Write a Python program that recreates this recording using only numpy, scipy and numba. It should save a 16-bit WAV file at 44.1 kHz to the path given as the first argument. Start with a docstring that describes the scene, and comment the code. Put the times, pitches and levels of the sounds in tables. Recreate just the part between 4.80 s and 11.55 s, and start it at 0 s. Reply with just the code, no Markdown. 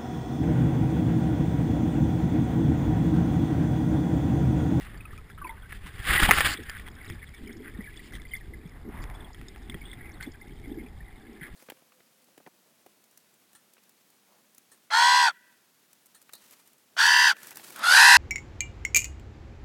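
"""Open water: a diver rises holding a camera in a sealed housing, played back in slow motion.
Coloured noise makes the rumble of flow on the shell and a steady hiss; noise with random impulses, shaped
in bands, makes the wash of water, the creak of the rubber suit and fizzing patches of spray, trickle, wash
and scuffs. Decaying sines make the bubbles, the gulps of air and the ticks of the shell. A fast swing of
the camera drives a loud rush of water and knocks against the housing."""
import sys
import numpy as np
from scipy import signal
from scipy.fft import rfft, irfft
from scipy.io import wavfile
from scipy.ndimage import uniform_filter1d
from numba import njit

SR = 44100
rng = np.random.default_rng(int(sys.argv[2]) if len(sys.argv) > 2 else 0)


def volts_from_decibels(level):
    """Turn decibel levels (scalar or array-like) into linear amplitude factors."""
    exponent = np.asarray(level, float) / 20
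    return 10 ** exponent


def master(y):
    """Save y as 16-bit WAV."""
    cut = np.clip(np.atleast_2d(y).T, -1, 1)
    pcm = np.round(cut * 32767)  # scale
    wavfile.write(sys.argv[1], SR, pcm.astype(np.int16))


N = 297675  # samples in the scene


def curves(rows):
    """Piecewise-linear control: each column after the time, interpolated at every sample."""
    s, *columns = np.transpose(rows)
    return [np.interp(np.arange(N) / SR, s, column) for column in columns]


def unit(x):
    """Power normalisation: scales a signal to rms 1."""
    return x / np.sqrt(np.mean(x ** 2))


def coloured(points):
    """Spectral shaping: white noise weighted by (Hz, dB) points, linear in dB over log frequency."""
    hz, db = np.transpose(points)
    f = np.maximum(np.fft.rfftfreq(N, 1 / SR), 1)
    weight = volts_from_decibels(np.interp(np.log(f), np.log(hz), db))
    return unit(irfft(rfft(rng.standard_normal(N)) * weight, N))


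def resonate(x, modes):
    """Modal superposition: steep band-pass resonances (Hz, width Hz, dB) added with alternating sign."""
    out = 0
    for k, (hz, width, db) in enumerate(modes):
        b, a = signal.iirpeak(hz, hz / width, SR)
        mode = signal.lfilter(b, a, signal.lfilter(b, a, x))  # two passes steepen the skirts
        # a narrow band passes less noise power, so it is raised
        out = out + (-1) ** k * volts_from_decibels(db) * mode * np.sqrt(1000 / width)
    return out


def walk(rate):
    """Slow random modulation: levels held 1 / rate seconds and slewed twice, with a spread near 1."""
    k = int(SR / rate)
    held = np.repeat(rng.standard_normal(N // k + 1), k)
    return 1.4 * uniform_filter1d(uniform_filter1d(held, k), k)[:N]


@njit
def rings(count, s, size, hz, t60, rise, glide):
    """Damped oscillation: sines that swell over rise (s), decay 60 dB in t60 (s) and slide by glide."""
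    out = np.zeros(count)
    for e in range(len(s)):
        start, n = int(s[e] * SR), int(t60[e] * SR) + 1
        z, gap = size[e] + 0j, 1.
        step = 2 * np.pi * hz[e] / SR
        p = np.exp(1j * step - np.log(1000) / n)  # one sample of rotation and decay
        turn = np.exp(1j * step * (glide[e] - 1) / n)  # pitch slide per sample
        close = np.exp(-1 / (rise[e] * SR))
        for i in range(min(n, count - start)):
            z, p, gap = z * p, p * turn, gap * close
            out[start + i] += (1 - gap) * z.imag
    return out


def clicks(per_s, spread_db):
    """Impulsive excitation: randomly timed impulses of either sign, most small and a few large."""
    when, sign, size = rng.random((N, 3)).T
    impulses = (when < per_s / SR) * np.sign(sign - .5)
    return unit(impulses * volts_from_decibels(-spread_db * np.log(size + 1e-3)))


def rumble():
    """Flow noise: water moving over the shell is heard as noise weighted to the lowest frequencies."""
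    # Each row: frequency in Hz, relative level in dB per Hz.
    rumble_spectrum = [(15, -6.5), (40, 0.5), (90, -7), (200, -17), (500, -34), (1000, -56)]
    return coloured(rumble_spectrum)


def hiss():
    """Stationary noise: a steady hiss whose spectrum has several peaks and dips."""
    # Each row: frequency in Hz, relative level in dB per Hz.
    hiss_spectrum = [(240, -37), (400, 1), (512, -11), (760, -8.5), (1170, -11.5), (1630, -16.5),
                     (2070, -6), (2400, -19), (2650, -31.5), (2870, -24.5), (3550, -18.5), (4260, -21.5),
                     (5270, -22), (5900, -39), (7670, -69), (13000, -120)]
    return volts_from_decibels(-61.5) * coloured(hiss_spectrum)


def wash(tilt_db):
    """Band-wise modulated noise: water and grit beat on the shell; bands surge together and flicker alone.
    The tilt is in dB per octave about 2 kHz."""
    # Water heard through the shell. 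Each row: frequency in Hz, relative level in dB per Hz.
    shell_spectrum = [(180, -40), (300, -15.5), (441, -22.5), (506, -17), (674, -17), (834, -9), (910, -18),
                      (1100, -6), (1270, -6), (1950, 0), (2290, -6), (3370, -7.5), (4210, -17.5),
                      (4890, -16.5), (5900, -32), (7670, -62), (13000, -120)]
    hz, db = np.transpose(shell_spectrum)
    beat = unit(rng.standard_normal(N) + 0.63 * clicks(1000, 2.5))
    f = np.fft.rfftfreq(N, 1 / SR)
    spectrum = rfft(beat) * volts_from_decibels(np.interp(np.log(f + 1), np.log(hz), db))
    pitch = np.log2(f / 2000 + 1e-9)  # octaves from 2 kHz
    surge = 1.62 * walk(110)  # dB, common to all bands
    out = 0
    for octave in np.arange(-3, 2, .5):
        share = np.clip(1 - abs(pitch - octave) / .5, 0, 1)  # overlapping triangular bands
        flicker = 1.46 * walk(70)  # dB, this band alone
        out = out + volts_from_decibels(surge + flicker + tilt_db * octave) * irfft(spectrum * share, N)
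    return out / np.std(irfft(spectrum, N))


def bubbles():
    """Bubble pulsation: a dense trickle of small bubbles, each ringing briefly near a mode of the shell."""
    # Pitches that the shell passes best, in Hz.
    passed_hz = np.array([1700, 2000, 2100, 2250, 3350, 3500, 5000])
    when, which, length, softness = rng.random((3000, 4)).T
    scatter = .06 * rng.standard_normal(3000)  # octaves
    hz = passed_hz[(which * len(passed_hz)).astype(int)] * 2 ** scatter
    size = volts_from_decibels(-17 * softness - 2.3 * np.log2(hz / 2000))
    t60 = (12 + 55 * length) / hz  # 12 to 67 cycles
    return unit(rings(N, when * N / SR, size, hz, t60, 1.9 / hz, 1.02 + 0 * hz))


def creak():
    """Stick-slip friction: stretching rubber slips unevenly and excites low resonances."""
    # Each row: resonance in Hz, width in Hz, relative level in dB.
    rubber_modes = [(235.6, 86, -1.5), (340, 87, -4), (422, 84, -7.5)]
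    slips = clicks(500, 2.46) + 0.84 * rng.standard_normal(N)
    return unit(resonate(slips, rubber_modes))


def fizzing_patches():
    """Band-limited noise: fizzing patches of spray, trickle, wash and scuffs with soft edges.
    Some are short; one is a long faint band near 800 Hz."""
    # Each row: start in seconds, length in seconds, level in dB (rms before the fades),
    # centre in Hz and width in octaves (before the upper edge is capped).
    patches = [(0, 0.067, -52.5, 2000, 1.7), (0.886, 0.072, -49, 1760, 1), (1.055, 0.036, -47.5, 2000, 1.3),
               (1.4, 0.074, -43, 5000, 0.49), (1.54, 0.071, -41, 5000, 0.28),
               (1.668, 0.084, -39, 4500, 0.31), (1.846, 0.15, -45.5, 1730, 0.5),
               (2.057, 0.035, -47, 1410, 1.44), (2.276, 0.082, -60, 2200, 1),
               (2.414, 0.036, -48, 1910, 0.35), (2.833, 0.076, -49.5, 1710, 0.6),
               (3.324, 0.055, -51.5, 2100, 1.5), (3.33, .04, -51.5, 3280, 0.27),
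               (3.318, 0.053, -62, 5030, 0.8), (0.576, 0.023, -50, 1400, 0.68),
               (4.062, 0.49, -54, 844, 0.69), (4.51, 2.24, -64.5, 790, 0.26),
               (5.045, 0.11, -56.5, 3470, 0.13), (5.18, .15, -55.5, 2140, 0.18),
               (4.215, 0.032, -59, 5000, 0.21), (5.41, .045, -54, 3000, 0.5), (5.415, .04, -60, 4500, 0.28),
               (6.617, 0.073, -59, 2960, 0.44), (5.397, 0.07, -47, 1840, 0.51),
               (5.844, .035, -54.5, 2100, 0.13), (5.982, 0.039, -51, 2100, 0.23),
               (6.61, 0.067, -43.5, 1860, 0.34)]
    crackle = clicks(1200, 4.1) + 0.53 * rng.standard_normal(N)
    out = np.zeros(N)
    for s, length, db, hz, octaves in patches:
        a, n = int(s * SR), int(length * SR)
        edges = np.minimum(hz * 2 ** (np.array([-.5, .5]) * octaves), 5900)
        band_pass = signal.butter(2, edges, "bandpass", fs=SR, output="sos")
        band = signal.sosfilt(band_pass, crackle[a:a + n])
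        out[a:a + n] += volts_from_decibels(db) * unit(band) * signal.windows.tukey(n, .35)
    return out


def pings():
    """Free bubble oscillation: each pinches off with a snap, rings and beats with a weaker neighbour."""
    # Single bubbles. Each row: start in seconds, level in dB (before each part's offset),
    # starting pitch in Hz, time to decay 60 dB in seconds.
    single_bubbles = [(0.253, -38, 1280, 0.036), (0.331, -36.5, 1230, 0.028), (0.381, -44, 1280, 0.071),
                      (0.498, -45, 1390, 0.055), (0.578, -40, 1287, 0.076), (0.615, -32.5, 1162, 0.077),
                      (0.647, -28, 1016, 0.075), (0.693, -35, 910, 0.13), (1.064, -37, 1045, 0.027),
                      (0.1521, -37.5, 1770, 0.021), (0.2064, -36.5, 2540, 0.028),
                      (0.2533, -34, 2550, 0.019), (0.3082, -39.5, 1770, 0.035), (0.377, -39, 2400, 0.028),
                      (0.5008, -42, 1670, 0.034), (0.5781, -45, 1590, 0.03), (0.616, -37, 1530, 0.036),
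                      (0.6444, -32.5, 2570, 0.024), (0.6679, -34.5, 2250, 0.037),
                      (0.6928, -29.5, 2100, 0.04), (0.7771, -42.5, 1530, 0.033), (0.9093, -35, 1850, 0.02),
                      (0.9268, -27.5, 1700, 0.015), (1.0605, -46, 1730, 0.024), (1.061, -36, 1990, 0.021),
                      (1.377, -9.5, 1950, 0.029), (1.491, -0.5, 843, 0.017), (.175, -46.5, 4700, .015),
                      (.585, -48, 2980, .025), (.675, -49.5, 4600, .02), (.696, -43, 3380, .02),
                      (.708, -40, 3600, 0.011), (.822, -48, 3300, 0.025), (.83, -43, 1510, 0.063),
                      (.855, -46, 1570, 0.054), (3.551, -31, 2037, 0.043), (3.568, -37, 2100, .04),
                      (1.7908, -41, 1920, 0.035), (1.8337, -38, 1680, 0.048), (1.8855, -35, 1790, 0.027),
                      (1.897, -27.5, 1790, 0.028), (1.9579, -41, 1570, 0.029), (2.0661, -37, 1990, 0.029),
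                      (2.1864, -42.5, 1620, 0.032), (2.2133, -34, 2040, 0.021),
                      (2.2996, -37.5, 1940, 0.045), (2.4283, -47, 1230, 0.02), (2.4283, -34, 2170, 0.015),
                      (2.5386, -45.5, 2260, 0.098), (2.6733, -37.5, 2280, 0.023),
                      (2.6932, -38, 2100, 0.038), (2.8469, -42, 2070, 0.04), (2.8733, -38, 1973, 0.045),
                      (2.9486, -41, 1840, 0.035), (3.0065, -33.5, 1960, 0.042), (3.0409, -41, 2280, 0.063),
                      (3.0604, -39, 2020, 0.059), (3.0738, -37, 1700, 0.068), (3.1926, -39.5, 1960, 0.035),
                      (3.3218, -40, 1700, 0.031), (3.3343, -38, 2010, 0.052), (3.3532, -36, 1870, 0.033),
                      (3.3971, -40, 2140, 0.028), (3.452, -39, 2060, 0.035), (3.5109, -42, 2100, 0.04),
                      (3.5353, -23.5, 2113, 0.044), (3.6091, -40.5, 1890, 0.031),
                      (3.7358, -37.5, 2060, 0.046), (4.1888, -40, 2060, 0.028), (4.2392, -41, 1730, 0.018),
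                      (4.546, -44, 1900, 0.02), (4.6138, -57, 1350, 0.032), (4.748, -47, 1700, 0.032),
                      (4.8972, -51, 1170, 0.031), (4.8972, -35, 2130, 0.02), (4.9206, -36, 2130, 0.025),
                      (4.9441, -33, 1960, 0.019), (5.0134, -41, 2250, 0.073), (5.0982, -44, 2090, 0.035),
                      (5.1312, -27, 2060, 0.012), (5.209, -37.5, 1950, 0.037), (5.2599, -37.5, 2050, 0.027),
                      (5.4016, -37.5, 1530, 0.044), (5.428, -35, 2100, 0.071), (5.6136, -39, 2100, 0.041),
                      (5.8391, -43.5, 2180, 0.048), (5.9952, -49, 1950, 0.035),
                      (6.0626, -44.5, 2390, 0.037), (6.2042, -41, 1820, 0.039),
                      (6.2806, -40.5, 2000, 0.029), (6.6108, -35, 2040, 0.035), (6.6293, -38, 1750, 0.033),
                      (1.7723, -29.5, 3400, 0.017), (1.8965, -32, 3280, 0.015), (1.9584, -45, 3150, 0.019),
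                      (2.0661, -45, 3340, 0.025), (2.0831, -41, 3310, 0.025), (2.2996, -41, 3350, 0.02),
                      (2.5505, -49, 3520, 0.022), (2.6598, -46, 3120, 0.025), (2.8479, -49, 3400, 0.022),
                      (3.1726, -38.5, 3440, 0.031), (3.3357, -45, 3370, 0.021), (3.4161, -47, 3460, 0.018),
                      (3.5158, -44, 3150, 0.063), (3.5503, -40.5, 3480, 0.039), (4.2342, -44, 3490, 0.025),
                      (4.3499, -45.5, 3420, 0.046), (4.4053, -42, 3490, 0.024), (4.4452, -43, 3350, 0.036),
                      (4.546, -40, 3300, 0.011), (4.6837, -37.5, 3650, 0.017), (4.7475, -51, 3360, 0.019),
                      (4.8837, -52, 3500, 0.018), (4.8982, -28.5, 3500, 0.016), (4.9441, -39, 3300, 0.025),
                      (5.0389, -46, 3260, 0.025), (5.0538, -40.5, 3390, 0.048),
                      (5.1147, -35.5, 3430, 0.021), (5.4639, -44, 3440, 0.035),
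                      (5.9229, -43.5, 3530, 0.017), (6.6258, -43, 3160, 0.026),
                      (1.8337, -42.5, 5350, 0.013), (1.8965, -24.5, 4920, 0.006),
                      (2.2901, -45, 5085, 0.012), (2.547, -48, 5200, 0.012), (2.6757, -45, 5060, 0.014),
                      (2.7281, -43.5, 5230, 0.012), (2.7695, -44.5, 5200, 0.011),
                      (3.2589, -48, 5070, 0.012), (3.4884, -48, 4610, 0.012), (3.5298, -48, 4900, 0.015),
                      (3.5647, -42, 4835, 0.015), (4.2257, -43, 4620, 0.012), (4.532, -42, 4980, 0.011),
                      (4.6837, -37, 5180, 0.015), (4.8972, -54, 4940, 0.012), (5.3177, -46, 5540, 0.012),
                      (5.3402, -46, 4340, 0.016), (5.4075, -48, 4270, 0.011), (5.43, -40, 4300, 0.024),
                      (5.5188, -43.5, 5200, 0.013)]
    s, db, hz, t60 = np.transpose(single_bubbles)
    t60 = np.clip(t60, .004, .2)
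    near_hz = hz * 2 ** (.12 * rng.standard_normal(len(s)))
    snap = rings(N, s, volts_from_decibels(db - 8.5), 1.4 * hz, 3.1 / hz, 0.34 / hz, 1.0 + 0 * s)
    ring = rings(N, s, volts_from_decibels(db + 2), hz, t60, 2.63 / hz, 0.974 + 0 * s)
    neighbour = rings(N, s + .004, volts_from_decibels(db - 6), near_hz, t60, 4.3 / hz, 0.85 + 0 * s)
    return snap + ring + neighbour


def gulps():
    """Heavily damped pulsation: large air pockets leaving the suit thump at low pitch for a few cycles."""
    # Each row: start in seconds, level in dB (before a common offset), pitch in Hz,
    # time to decay 60 dB in seconds.
    air_pockets = [(0.325, -46, 138, 0.06), (1.183, -52, 121, 0.049), (1.289, -26.5, 153, 0.053),
                   (1.339, -25, 156, 0.049), (1.421, -24, 210, 0.056), (1.485, -16.5, 196, 0.046),
                   (1.791, -43, 418, 0.06), (2.302, -32, 117, 0.068), (2.758, -42, 323, 0.056),
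                   (2.804, -40, 402, 0.06), (2.987, -26, 208, 0.058), (3.854, -29, 166, 0.052),
                   (4.078, -31, 260, 0.043), (4.144, -38, 170, 0.06), (4.291, -37, 123, 0.091),
                   (4.587, -42, 160, 0.074), (4.893, -37, 242, 0.063), (4.945, -26, 182, 0.034),
                   (5.473, -20, 264, 0.033), (5.705, -40, 122, 0.049), (5.873, -38, 291, 0.095),
                   (5.915, -25.5, 295, 0.041), (5.969, -34.5, 322, 0.087), (6.615, -31.5, 158, 0.048),
                   (1.793, -35, 383, 0.036), (4.085, -35, 340, .05), (4.948, -35.5, 386, 0.035),
                   (5.476, -28, 303, 0.03)]
    s, db, hz, t60 = np.transpose(air_pockets)
    return rings(N, s, volts_from_decibels(db + 6.5), hz, t60, 1.1 / hz, 1.0 + 0 * s)


def ticks():
    """Impact excitation of modes: a hard tick sets all housing modes ringing; wide modes die sooner."""
    # Each row: start in seconds, level in dB (before the mode levels), brightness in dB.
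    knocks = [(1.5102, 5.5, -14), (1.5142, 4, -6), (0.378, -43, 13), (0.5, -37, -3), (0.927, -27.5, -17),
              (1.585, -8.5, -7), (1.607, -4.5, -10), (1.63, -25, 2), (1.668, -21, 0), (1.897, -24.5, -4),
              (1.999, -34, 2), (2.3, -27.5, -5), (2.54, -43, 0), (3.259, -43, -4), (3.419, -40, 10),
              (3.564, -46, 4), (4.189, -42, -5), (4.24, -28.5, 1), (4.3, -34, 0), (4.546, -39.5, 4),
              (4.614, -33.5, -3), (4.761, -33.5, -13), (4.898, -32, -8), (4.944, -28.5, -9),
              (5.259, -38, -8), (5.427, -32, 12.5), (5.799, -47, 11)]
    # Each row: mode in Hz, width in Hz, relative level in dB.
    housing_modes = [(866, 280, -23.5), (1400, 410, -6), (1950, 680, 2), (2315, 1200, 0.5),
                     (3350, 540, -12), (5100, 1100, -7)]
    s, db, bright_db = np.transpose(knocks)
    out = 0
    for k, (hz, width, mode_db) in enumerate(housing_modes):
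        size = volts_from_decibels(db + mode_db - 2 + (k > 3) * bright_db)  # brightness moves the top two modes
        out = out + rings(N, s, size, hz + 0 * s, 3.5 / width + 0 * s, .00015 + 0 * s, 1 + 0 * s)
    return out


def scene():
    """Linear superposition: all sources add at the microphone inside the housing."""
    # Water on the shell. Each row: time in seconds, rumble level in dB, suit creak level in dB,
    # wash level in dB (before tilt and surges), wash tilt in dB per octave, small bubble level in dB.
    flow = [
        [(0.0, -44, -77, -52, -2, -65), (0.16, -42, -59, -55, -5, -66), (0.31, -46, -74, -64, -8, -70),
         (0.326, -41, -59, -58, 3, -62), (0.422, -44.5, -71, -62, -5, -71), (0.48, -48.5, -69, -64, -4, -63),
         (0.524, -41, -82, -75, 1.5, -59), (0.658, -46.5, -48, -53.5, -6, -79),
         (0.732, -46.5, -77, -58, -8, -74), (0.864, -48.5, -77, -63, -2, -70), (0.96, -40, -65, -53, 2, -60),
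         (0.998, -48, -77, -60, -1.5, -69), (1.06, -39, -55.5, -50.5, -1.5, -63),
         (1.124, -51, -63, -53.5, -1, -55), (1.15, -36.5, -65, -53.5, 1, -63)],
        [(1.8, -41, -41, -50.5, 1, -52), (1.87, -44.5, -75, -52.5, 0.5, -57),
         (2.02, -42.5, -62, -50.5, -1, -53), (2.06, -43, -55, -66, -9, -64), (2.27, -47, -58.5, -51, -4, -53.5),
         (2.31, -36, -44, -61, -1, -46), (2.38, -43.5, -67, -58.5, -4, -62), (2.43, -45.5, -58, -62, 2, -59),
         (2.49, -43, -72, -59, -1, -59), (2.53, -46, -57, -67, 4, -61), (2.54, -59, -66, -60, -1, -55),
         (2.63, -42, -44.5, -62, 6.5, -64), (2.7, -54, -45.5, -59, -5, -57), (2.78, -44, -50.5, -67, 4, -63),
         (2.83, -52, -44.5, -60, -1, -59), (2.94, -41, -58, -63, -3.5, -58.5), (3.01, -47, -47, -60, -10, -58),
         (3.04, -45.5, -64, -61, 2, -57), (3.23, -47, -53, -60.5, 6.5, -56), (3.27, -51, -56, -61, 10, -61),
         (3.34, -40.5, -53, -62, -11, -57.5), (3.56, -46, -74, -69, 9, -60), (3.58, -48.5, -66, -67.5, 10, -63),
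         (3.72, -42, -52.5, -67, 1, -68), (3.89, -51, -56, -65, -3, -60.5), (3.95, -44.5, -64, -63, -12, -64),
         (3.99, -43, -70, -63.5, -8, -71), (4.09, -43, -36.5, -63.5, -12.5, -67),
         (4.13, -42, -56, -56, -5, -63), (4.21, -35.5, -69, -52, -9, -61), (4.28, -42.5, -59, -58, -10, -57.5),
         (4.47, -43.5, -52.5, -59.5, -5, -65), (4.52, -48, -73, -67, -3, -67),
         (4.6, -44.5, -51.5, -61.5, 3, -65), (4.83, -48.5, -57.5, -64, -1, -60.5),
         (4.96, -38.5, -47.5, -60, -4, -63), (4.98, -45, -56.5, -59, -0.5, -62),
         (5.3, -44.5, -55.5, -61.5, -8, -63), (5.33, -48, -56, -63, -11, -58), (5.4, -40, -66, -58, -7, -62),
         (5.44, -45.5, -63.5, -62, -6, -53), (5.48, -43.5, -38, -61, -4, -65), (5.54, -46, -74, -74, 1, -59),
         (5.58, -51, -57, -65, -5, -63), (5.71, -44, -51.5, -69, 3, -60.5), (5.8, -42, -58, -68, 4, -63.5),
         (5.89, -45, -43.5, -65, -1, -60.5), (6.02, -43, -42.5, -71, -1, -64), (6.03, -47, -42, -62, -3, -66),
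         (6.14, -43, -66.5, -66.5, -4, -64), (6.53, -55, -49.5, -63.5, -1, -62.5),
         (6.69, -55, -52, -58, -10, -61), (6.75, -37.5, -68, -63, 8, -65)],
    ]
    # The fast swing, with the same columns; it falls between the two stretches of flow.
    swing = [
        [(1.17, -49.5, -61, -51, -1, -61), (1.194, -31.5, -71, -45.5, -0.81, -59),
         (1.232, -49, -74, -42.5, -0.4, -48), (1.288, -36, -53, -24.5, -0.9, -59),
         (1.3, -27.5, -49, -26.5, -1, -56)],
        [(1.31, -28, -53, -25.5, -0.8, -52), (1.322, -36, -43, -25.5, -1.2, -52),
         (1.354, -27, -45, -21, -1.4, -52), (1.384, -36, -56, -30, -1, -50), (1.4, -38, -33, -21, -0.85, -49)],
        [(1.41, -42, -36, -24, -1, -52), (1.432, -17.5, -32.5, -17.5, -0.42, -52),
         (1.456, -32, -54, -19, -0.34, -52), (1.47, -36, -46, -30, -1, -52)],
        [(1.48, -29, -38, -27.5, -1, -52), (1.49, -31.5, -36, -22.5, -1.2, -55),
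         (1.505, -39, -33, -27.5, -1.1, -52)],
        [(1.524, -30, -39, -23, -0.88, -52), (1.55, -33, -47, -29.5, -0.79, -52)],
        [(1.56, -34, -44, -28, -0.65, -54), (1.576, -33, -48, -22.5, -0.38, -52),
         (1.612, -32, -46, -24, -0.7, -52), (1.62, -33, -57, -24.5, -0.89, -54.5)],
        [(1.63, -44, -62, -34.5, -0.85, -54), (1.64, -32.5, -54, -29.5, -0.68, -52),
         (1.658, -34, -42, -18.5, 0.12, -52), (1.69, -32, -44, -27.5, -0.42, -55)],
        [(1.7, -43, -47, -26.5, -0.65, -52), (1.72, -37, -47, -34.5, -0.42, -49),
         (1.742, -42, -53, -35, -0.77, -56)],
        [(1.752, -43, -47, -40, -1, -52), (1.768, -44, -58, -51, -0.86, -51), (1.79, -50, -39, -52, -1, -52)],
    ]
    rumble_db, creak_db, wash_db, tilt_db, bubble_db = curves(np.vstack([flow[0], *swing, flow[1]]))
    noise = volts_from_decibels(rumble_db) * rumble() + hiss()
    water = volts_from_decibels(wash_db) * wash(tilt_db) + volts_from_decibels(bubble_db) * bubbles() + pings() + gulps()
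    return (noise + water + volts_from_decibels(creak_db) * creak() + fizzing_patches() + ticks())[None]


def band_limit(x):
    """A steep low-pass at the top of the band."""
    return signal.sosfilt(signal.butter(12, 16320, fs=SR, output="sos"), x)


def record(dry):
    """Spectral imaging: slow motion holds each sample four times, mirroring sound about 6 and 12 kHz."""
    held_rate, hold, top_hz = 12000, 4, 15350  # samples per second, repeats, low-pass edge in Hz
    slow = signal.resample(dry, N * held_rate // SR, axis=1)
    held = signal.resample(np.repeat(slow, hold, axis=1), N, axis=1)
    low_pass = signal.ellip(10, .2, 40, top_hz, fs=SR, output="sos")
    mix = np.clip(signal.sosfilt(low_pass, held), -1, 1)
    return band_limit(mix)


dry = scene()
out = record(dry)
master(out)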